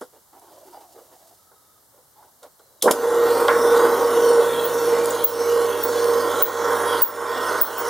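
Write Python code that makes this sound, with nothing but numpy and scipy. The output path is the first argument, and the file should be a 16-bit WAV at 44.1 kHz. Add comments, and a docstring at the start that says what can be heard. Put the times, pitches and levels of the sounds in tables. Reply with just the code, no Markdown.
"""An electric meat grinder runs empty: gear whine, rattling teeth, mains hum, and an auger that scrapes
in its barrel and squeaks about once a turn. Before it starts, a hand fumbles over the housing and
flips the toggle; the motor shudders up to speed. Blows and gear teeth ring the housing's resonances.
The close camera drifts toward the open throat and ducks its gain at the loud squeaks."""
import sys
import numpy as np
from scipy import signal
from scipy.fft import rfft, irfft
from scipy.io import wavfile
from scipy.ndimage import uniform_filter1d, map_coordinates

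SR = 44100
rng = np.random.default_rng(int(sys.argv[2]) if len(sys.argv) > 2 else 0)


def wrap_up_sound(samples):
    """Save the sound to the file named by the first command line argument, as 16-bit audio."""
    columns = np.atleast_2d(samples).T
    # keep every value between -1 and 1, then stretch to whole-number steps
    tamed = np.clip(columns, -1, 1)
    steps = np.round(tamed * 32767).astype(np.int16)
    wavfile.write(sys.argv[1], SR, steps)


N = 347949
T = np.arange(N) / SR
HZ = np.fft.rfftfreq(N, 1 / SR)
START_S, MESH_HZ, TURN_S = 2.894, 470.3, .592  # motor start, tooth rate, auger period


def running(rise_s=0.007, run_up_s=0.39, load_crest_s=4.925):
    """Gains of whine, rattle, scrape, hum: all grow in the run-up; the first three swell once a turn."""
    hum_path = [(3.8, 1), (4.6, -1), (5.9, 1.5), (6.9, 2.5), (7.5, -1), (7.75, -2)]  # hum along the camera's path: t/s, level/dB
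    hum_db = np.interp(T, *np.transpose(hum_path))
    whine_db, rattle_db, _, _ = camera()
    scrape_db = -35 + 0.36 * (rattle_db - np.mean(rattle_db[T > START_S]))
    on = np.clip((T - START_S) / rise_s, 0, 1)
    lag = np.clip(1 - (T - START_S) / run_up_s, 0, 1)
    load = np.cos(2 * np.pi * (T - load_crest_s) / TURN_S)
    return (on * amp(whine_db + 4 * load - 14 * lag),
            on * amp(rattle_db + 0.72 * load - 9 * lag),
            on * amp(scrape_db + 0.34 * load - 10 * lag),
            on * amp(hum_db - 11 * lag))


def whine(flutter=0.23, wander_rad=.19):
    """Main gear mesh: one tone, fluttering with uneven teeth."""
    tone = np.sin(2 * np.pi * MESH_HZ * T + wander_rad * drift(20))
    return np.sqrt(2) * tone * (1 + flutter * drift(72))


def rattle(gain_db=1.74, uneven_db=4, grit=0.65):
    """Unloaded teeth strike with random force; the housing rings."""
    strikes = np.diff(np.floor(MESH_HZ * T + .3 * drift(90)), prepend=0) > 0
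    force = rng.uniform(-1.24, 1, N) * amp(uneven_db * np.tanh(drift(39)))
    blows = unit(strikes * force) + grit * rng.standard_normal(N)
    cepstrum = irfft(np.log(housing(HZ) * ripple(depth_db=4, spacing_hz=14) + 1e-5), N)
    causal = np.exp(rfft(2 * cepstrum * (np.arange(N) < N // 2)))  # rings only after each blow
    return amp(gain_db) * unit(shaped(blows, causal))


def gear_tones(gain_db=0.8, blur=0.7, blur_hz=4):
    """Lesser gear and bearing tones, each swelling and wavering on its own."""
    tones = [(157, -76), (346, -43.5), (572, -41.5), (643, -43.5), (774, -49.5), (860, -41.5), (939, -38.5),
             (1028, -38.5), (1114, -39), (1139, -44.5), (1219, -49.5), (1246, -42.5), (1269, -46),
             (1328, -43.5), (1357, -42.5), (1491, -42.5), (1577, -48.5), (1607, -72), (1663, -49),
             (1711, -58), (1834, -50), (1867, -48), (1960, -57.5), (1996, -82)]  # gear train lines: f/Hz, level/dB
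    out = np.zeros(N)
    for hz, db in tones:
        phase = 2 * np.pi * (hz * T + rng.random())
        in_phase = (1 + blur * drift(blur_hz)) * np.cos(phase)
        quadrature = blur * drift(blur_hz) * np.sin(phase)
        out += amp(db) * unit(in_phase + quadrature)
    return amp(gain_db) * out


def housing(hz, bed_db=-22, low_hz=270, high_hz=1650, cut_hz=100):
    """Housing response: strong modes over a bed of weak ones; too small to radiate deep bass."""
    modes = [(253, 6, -11.5), (322, 62, -11), (410, 18, -4), (487.6, 38.7, 2), (598, 14.2, -4),
             (765, 46, -9), (800, 40, -18), (956, 110, -9), (1070, 28, -9.5), (1098, 117, -10.5),
             (1457, 92, -12.5), (1389, 39, -10), (1480, 53, -21), (2014, 73, -21.5)]  # housing resonances: f/Hz, width/Hz, level/dB
    bed = amp(bed_db) * (hz / low_hz) ** 3 / (1 + (hz / low_hz) ** 3)
    bed /= np.sqrt(1 + (hz / high_hz) ** 10)
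    return np.hypot(resonances(modes, hz), bed) * hz ** 2 / (hz ** 2 + cut_hz ** 2)


def scrape(gain_db=1, patchy_db=2.5, ringing_db=3.0, grain_db=0.9, glide_hz=150):
    """Steel on steel: the auger's contact travels round the barrel, waking its resonances in turn."""
    spectrum = [(900, -21), (2000, 2.5), (2900, 3), (3300, 3), (3700, 2.5), (4600, -0.5), (5900, 1.5),
                (8000, -1), (10200, 1), (11800, -1), (15400, -0.5), (16000, -39)]  # rubbing noise: f/Hz, density/dB
    barrel = [(3264, 170, 14, 6.95), (3760, 1150, 7, 6.98), (5850, 1260, 9, 6), (9650, 520, 6.5, 6.96)]  # barrel resonances: f/Hz, width/Hz, boost/dB, crest time/s
    common = rng.standard_normal(N) * amp(grain_db * drift(100))
    apart = shaped(rng.standard_normal((2, N)), 0.5 * HZ / (HZ + 9000))  # stereo treble
    rub = shaped(common + apart, ripple(depth_db=6, spacing_hz=30))
    hz, t, z = signal.stft(rub, SR, nperseg=1024)
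    broad, narrow = patches(z.shape[1:], bins=9, frames=11), patches(z.shape[1:], bins=2, frames=6)
    bins, frames = np.indices(broad.shape)
    glide = glide_hz / hz[1] * np.sin(2 * np.pi * t / TURN_S)  # bright spots slide with each turn
    colour_db = read(spectrum, hz)[:, None] + ringing_db * narrow
    colour_db += patchy_db * map_coordinates(broad, [bins + glide, frames], order=1, mode="mirror")
    *_, barrel_share = camera(t)
    for mode_hz, width_hz, db, crest_s in barrel:
        contact = np.cos(np.pi * (t - crest_s) / TURN_S) ** 4
        peak = 1 / (1 + (2 * (hz - mode_hz) / width_hz) ** 2)
        colour_db += db * np.outer(peak, barrel_share * contact)
    return amp(gain_db) * unit(signal.istft(z * amp(colour_db), SR, nperseg=1024)[1][:, :N])


def squeaks(pitch_hz=15450, bend_hz=900, bend_s=0.0011, rise_s=0.0098, ring_s=0.0088, waver_hz=170):
    """Auger stick-slip: very high chirps that bend up to pitch and ring off."""
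    slips = [(4.636, -26, 0.025), (5.088, -33, .016), (5.239, 0.5, 0.0059), (5.827, -19.5, .016),
             (6.42, -2, 0.01), (6.85, -58, .014), (7.016, 2, 0.016), (7.61, 1, 0.0068), (7.773, -25, 0.031)]  # auger slips: t/s, level/dB, length/s
    out, t, waver = np.zeros(N), np.arange(SR // 6) / SR, drift(250)
    for s, db, length_s in slips:
        hz = pitch_hz - bend_hz * np.exp(-t / bend_s) + waver_hz * np.interp(s + t, T, waver)
        swell = np.minimum(t / rise_s, 1) ** 2 * np.exp(-np.maximum(t - length_s, 0) / ring_s)
        add(out, s, amp(db) * np.sqrt(2) * swell * np.sin(2 * np.pi * np.cumsum(hz) / SR))
    return out


def hum(mains_hz=50):
    """The stator buzzes at even multiples of the mains."""
    harmonics = [(2, -52), (4, -57.5), (6, -47), (8, -41), (10, -54), (12, -39.5)]  # magnetic hum: mains multiple, level/dB
    return np.sqrt(2) * sum(amp(db) * np.sin(2 * np.pi * (k * mains_hz * T + rng.random()))
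                            for k, db in harmonics)


def knocks(rise_s=0.0047, cut_hz=130):
    """Hand, starting rotor and gear slack knock the housing, each blow in its own band."""
    blows = [(.010, -29, 0.12, 270), (0.0117, -32, 0.097, 980), (.333, -52, 0.14, 950),
             (0.976, -43, 0.23, 487), (1.513, -48.5, 0.12, 800), (1.939, -54, .1, 600),
             (1.975, -51, 0.14, 550), (2.224, -47, 0.1, 900), (2.428, -42, 0.17, 760),
             (2.447, -45, .07, 549), (2.594, -49, 0.13, 700), (2.825, -25.5, 0.27, 343),
             (2.838, -17, 0.18, 336), (2.854, -9, 0.27, 306), (2.868, -13.5, 0.1, 355),
             (2.8738, -6, 0.06, 450), (2.878, -11.5, 0.11, 1750), (2.906, -6, 0.041, 322),
             (2.910, -7, 0.015, 500), (3.4824, -2, 0.028, 1250), (3.486, -15.5, 0.33, 2320)]  # blows on the housing: t/s, level/dB, t60/s, band centre/Hz
    out, t, hz = np.zeros(N), np.arange(8192) / SR, np.fft.rfftfreq(8192, 1 / SR)
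    shell = housing(hz, bed_db=-12.5, low_hz=237, high_hz=1610)
    for s, db, t60, centre_hz in blows:
        decay = amp(-60 * t / t60) * np.minimum(t / rise_s, 1)
        ring = noise(shell * band(hz, centre_hz, octaves=1), len(t)) * decay
        add(out, s, amp(db) * unit(ring) * np.sqrt(np.mean(decay ** 2)))
    return signal.sosfilt(signal.butter(2, cut_hz, "highpass", fs=SR, output="sos"), out)


def clicks(rise_s=0.0001):
    """Toggle, starter contact and other small steel parts snap and ring briefly."""
    snaps = [(0.01, -45.5, 0.19, 5000, 1.5), (.396, -43, .012, 8000, .8), (2.430, -43, 0.058, 5030, 1.2),
             (2.594, -55, .04, 4000, 2), (2.814, -41, 0.084, 3480, 0.087), (2.823, -13, 0.023, 8000, 2.5),
             (2.8247, -11, 0.036, 8000, 2.5), (2.829, -29.5, 0.46, 7900, 2.8),
             (2.9107, -12, 0.037, 6500, 2.1), (2.919, -19.5, 0.036, 9000, -5),
             (3.483, -21, 0.023, 3000, 0.55), (5.046, -18.5, 0.0056, 8600, .3),
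             (5.058, -13, .005, 9500, 0.6), (5.107, -17, 0.015, 7650, 0.067), (5.121, -26, .006, 7800, .3),
             (6.043, -18, 0.0041, 8100, -2)]  # snaps and ticks: t/s, level/dB, t60/s, band centre/Hz, spread/oct
    steel = [(3460, 730, 6.5), (5100, 270, 10), (6300, 530, -3), (7750, 2600, 4.5), (10280, 870, 8.5),
             (12260, 650, 7), (15250, 1200, -7)]  # small-part resonances: f/Hz, width/Hz, level/dB
    out, t, hz = np.zeros(N), np.arange(4096) / SR, np.fft.rfftfreq(4096, 1 / SR)
    for s, db, t60, centre_hz, octaves in snaps:
        ring = noise(resonances(steel, hz) * band(hz, centre_hz, octaves), len(t))
        add(out, s, amp(db - 60 * t / t60) * ring * np.minimum(t / rise_s, 1))
    return out


def drone(fade_db_per_s=9):
    """A loose panel falls into step with the motor and slowly lets go."""
    panel = (4.46, 1, 154.5, -49.5)  # panel vibration: t/s, length/s, f/Hz, level/dB
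    s, length_s, hz, db = panel
    level = amp(db - fade_db_per_s * (T - s)) * held(s, length_s, attack_s=.05, release_s=.1)
    return level * np.sqrt(2) * np.sin(2 * np.pi * hz * T)


def fingers(uneven_db=2, patchy_db=3, ring_db=13):
    """Skin drags unevenly over painted metal; each stroke favours one hollow resonance."""
    skin = [(120, -47), (330, 6.5), (480, -1), (900, 1), (1150, -3.5), (2000, -16), (3200, -17.5),
            (4800, -19.5), (7000, -24), (15000, -18)]  # skin friction: f/Hz, density/dB
    strokes = [(0.121, 0.077, -53, 460), (.322, 0.091, -49.5, 770), (0.408, 0.13, -53, 890),
               (0.509, 0.15, -50, 594), (0.649, 0.078, -48.5, 353), (0.715, 0.14, -47, 790),
               (0.838, 0.515, -56.5, 680), (0.945, 0.073, -52.5, 430), (1.113, 0.049, -53, 500),
               (1.925, 0.081, -60, 550), (2.155, .16, -55.5, 850), (2.413, 0.074, -48, 590),
               (2.584, 0.29, -64.5, 560)]  # finger slides: t/s, length/s, level/dB, ring/Hz
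    hz, _, z = signal.stft(rng.standard_normal(N), SR, nperseg=1024)
    colour_db = read(skin, hz)[:, None] + patchy_db * np.clip(patches(z.shape, bins=3, frames=5), -2, 2)
    drag = signal.istft(z * amp(colour_db), SR, nperseg=1024)[1][:N]
    out = np.zeros(N)
    for s, length_s, db, ring_hz in strokes:
        touch = held(s, length_s, attack_s=0.013, release_s=0.021)
        at = touch > 0
        ring = amp(ring_db * band(np.fft.rfftfreq(at.sum(), 1 / SR), ring_hz, octaves=0.21))
        out[at] += amp(db) * touch[at] * unit(shaped(drag[at], ring))
    return out * amp(uneven_db * drift(30))


def palm(level_db=-60, low_hz=4300, high_hz=9000, scratch_db=2.5):
    """The side of the hand brushes the paint: a soft, scratchy hiss."""
    hiss = noise(HZ ** 2 / np.hypot(HZ ** 2, low_hz ** 2) / np.hypot(1, HZ / high_hz))
    touch = held(start_s=0.27, length_s=1.24, attack_s=0.25, release_s=0.18)
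    return amp(level_db + scratch_db * drift(35)) * touch * hiss


def whistles(rough=0.56):
    """Faint, unsteady tones slide down before the motor starts."""
    glides = [(.48, .09, 4950, 4750, -68), (.71, .07, 4950, 4800, -63), (1.353, 0.455, 1295, 1257, -64),
              (1.397, 0.43, 3920, 3520, -78), (2.358, 0.55, 4500, 3700, -73)]  # falling tones: t/s, length/s, first f/Hz, last f/Hz, level/dB
    out = np.zeros(N)
    for s, length_s, first_hz, last_hz, db in glides:
        hz = np.interp(T, [s, s + length_s], [first_hz, last_hz])
        swell = np.sqrt(np.maximum(1 - (2 * (T - s) / length_s - 1) ** 2, 0))
        tone = np.sin(2 * np.pi * np.cumsum(hz) / SR + 2 * rough * drift(37))
        out += amp(db) * swell * unit(tone * (1 + rough * drift(40)))
    return out


def camera(t=T):
    """Drift from motor housing to open throat: whine, rattle, tilt and barrel share at times t."""
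    # balance along the path: t/s, whine/dB, rattle/dB, treble tilt/dB, share of barrel ringing (0-1)
    path = [(2.9, -17.5, -25.5, -2.5, 0), (3.85, -18.5, -23, -1.5, 0.56), (4.3, -19, -26.5, -3, 0.6),
            (4.7, -22, -28, -2, 0.73), (5.5, -23, -30.5, -0.5, 0.87), (6.2, -24.5, -27.5, -1.5, 0.24),
            (6.7, -26.5, -26.5, 4, 1), (7.55, -32.5, -27, 3.5, 0.42), (7.89, -34.5, -31, 4.5, 0.5)]
    s, *columns = np.transpose(path)
    return [np.interp(t, s, column) for column in columns]


def throat(x, hinge_hz=900):
    """The teeth brighten as the camera comes over the opening."""
    bass = shaped(x, 1 / (1 + (HZ / hinge_hz) ** 4))
    _, _, tilt_db, _ = camera()
    return bass * amp(-.6 * tilt_db) + (x - bass) * amp(0.88 * tilt_db)


def room(x, rise_s=0.013):
    """Short diffuse tail, one for each ear."""
    decay_times = [(150, 0.19), (1000, 0.089), (5000, 0.18), (15000, 0.21)]  # room decay: f/Hz, t60/s
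    hz, t, z = signal.stft(rng.standard_normal((2, SR // 2)), SR, nperseg=256)
    decay = amp(-60 * t / read(decay_times, hz)[:, None]) * np.minimum(t / rise_s, 1)
    tail = signal.istft(z * decay, SR, nperseg=256)[1]
    return signal.fftconvolve(x[None], tail / np.linalg.norm(tail[0]), axes=1)[:, :N]


def noise_floor(level_db=-56.5):
    """Steady background noise, half its power common to both ears."""
    spectrum = [(18, -41), (30, -16), (92, 1.5), (197, -5), (299, -5), (359, -4), (852, -1), (1110, -4.5),
                (1260, -4), (2490, -18.5), (3880, -11), (14000, -6.5), (15500, -11.5)]  # background: f/Hz, density/dB
    air = rng.standard_normal(N) + rng.standard_normal((2, N))
    return amp(level_db) * unit(shaped(air, amp(read(spectrum, HZ))))


def amp(db):
    """Decibels to gain."""
    return 10 ** (np.asarray(db) / 20)


def unit(x):
    """Scales to rms 1."""
    return x / np.sqrt(np.mean(abs(x) ** 2) + 1e-20)


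def read(points, hz):
    """Interpolates a table over log frequency."""
    f, value = np.transpose(points)
    return np.interp(np.log(hz + 1), np.log(f + 1), value)


def add(mix, s, sound):
    """Mixes a sound in at time s."""
    part = mix[max(round(s * SR), 0):][:len(sound)]
    part += sound[:len(part)]


def shaped(x, gain):
    """Filters by a gain per frequency."""
    return irfft(rfft(x) * gain, x.shape[-1])


def noise(gain, samples=N):
    """Noise of rms 1 with the given spectrum."""
    return unit(shaped(rng.standard_normal(samples), gain))


def drift(rate_hz):
    """Random wander below about rate_hz, rms near 1."""
    knots = np.arange(0, T[-1] + 1, 1 / 400)
    hz = np.fft.rfftfreq(len(knots), knots[1])
    return np.interp(T, knots, noise(1 / (1 + (hz / rate_hz) ** 2), len(knots)))


def resonances(modes, hz):
    """Gain of a set of resonances, powers added."""
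    return np.sqrt(sum(amp(db) ** 2 / (1 + ((hz - f) / width) ** 2) ** 2 for f, width, db in modes))


def ripple(depth_db, spacing_hz):
    """Gain of dense narrow modes: random peaks along frequency."""
    knots = np.arange(0, SR / 2 + spacing_hz, spacing_hz)
    return amp(depth_db * np.interp(HZ, knots, rng.uniform(-1, 1, 8192)[:len(knots)]))


def patches(shape, bins, frames):
    """Random spectrogram blotches of rms 1."""
    field = rng.standard_normal(shape)
    for _ in range(2):
        field = uniform_filter1d(uniform_filter1d(field, bins, axis=0), frames, axis=1)
    return unit(field)


def band(hz, centre_hz, octaves):
    """Gaussian gain over log frequency."""
    return np.exp(-(np.log2((hz + 1) / centre_hz) / octaves) ** 2 / 2)


def held(start_s, length_s, attack_s, release_s):
    """Trapezoid envelope."""
    return np.clip((T - start_s) / attack_s, 0, 1) * np.clip((start_s + length_s - T) / release_s, 0, 1)


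def scene(port_lag_s=9e-6):
    """The grinder close to the camera in a small room."""
    balance = [(4.2, -1.7), (5.7, -3.5), (7.89, -3.5)]  # stereo position: t/s, left minus right/dB
    whine_gain, rattle_gain, scrape_gain, hum_gain = running()
    teeth = rattle_gain * throat(rattle() + gear_tones() / np.median(rattle_gain[T > START_S]))
    motor = hum_gain * hum() + whine_gain * whine() + teeth + drone()
    body = knocks() + fingers() + palm() + whistles()
    sharp = clicks() + squeaks()
    wet = room(amp(-16) * teeth + amp(-15) * body + amp(-10) * sharp)
    floor = noise_floor()
    pan = amp(np.outer([.5, -.5], np.interp(T, *np.transpose(balance))))
    direct = pan * (motor + body) + scrape_gain * scrape() + sharp
    ports = np.exp(1j * np.pi * port_lag_s * np.outer([1, -1], HZ))  # left microphone port leads
    return shaped(direct, ports) + wet + floor


def record(dry, threshold_db=-9.0, recovery_db_per_s=28, ceiling=.92, notch_hz=2505, notch_width_hz=260,
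           edge_hz=16200):
    """Treble-weighted gain control, soft ceiling, narrow notch, band limit."""
    sensed = shaped(dry, np.hypot(0.68, HZ / 15000))
    power_db = 10 * np.log10(abs(uniform_filter1d((sensed ** 2).mean(0), size=130)) + 1e-12)
    fall_db = recovery_db_per_s * T
    peak_db = np.maximum.accumulate(power_db + fall_db) - fall_db
    over_db = np.maximum(peak_db - threshold_db, 0)
    ducked = dry * amp(-uniform_filter1d(over_db, size=90))
    capped = ducked / (1 + (ducked / ceiling) ** 12) ** (1 / 12)
    notched = signal.lfilter(*signal.iirnotch(notch_hz, notch_hz / notch_width_hz, fs=SR), capped)
    lowpass = signal.firwin(255, edge_hz, window=("kaiser", 9), fs=SR)
    return signal.oaconvolve(notched, lowpass[None], "same")


dry = scene()
out = record(dry)
wrap_up_sound(out)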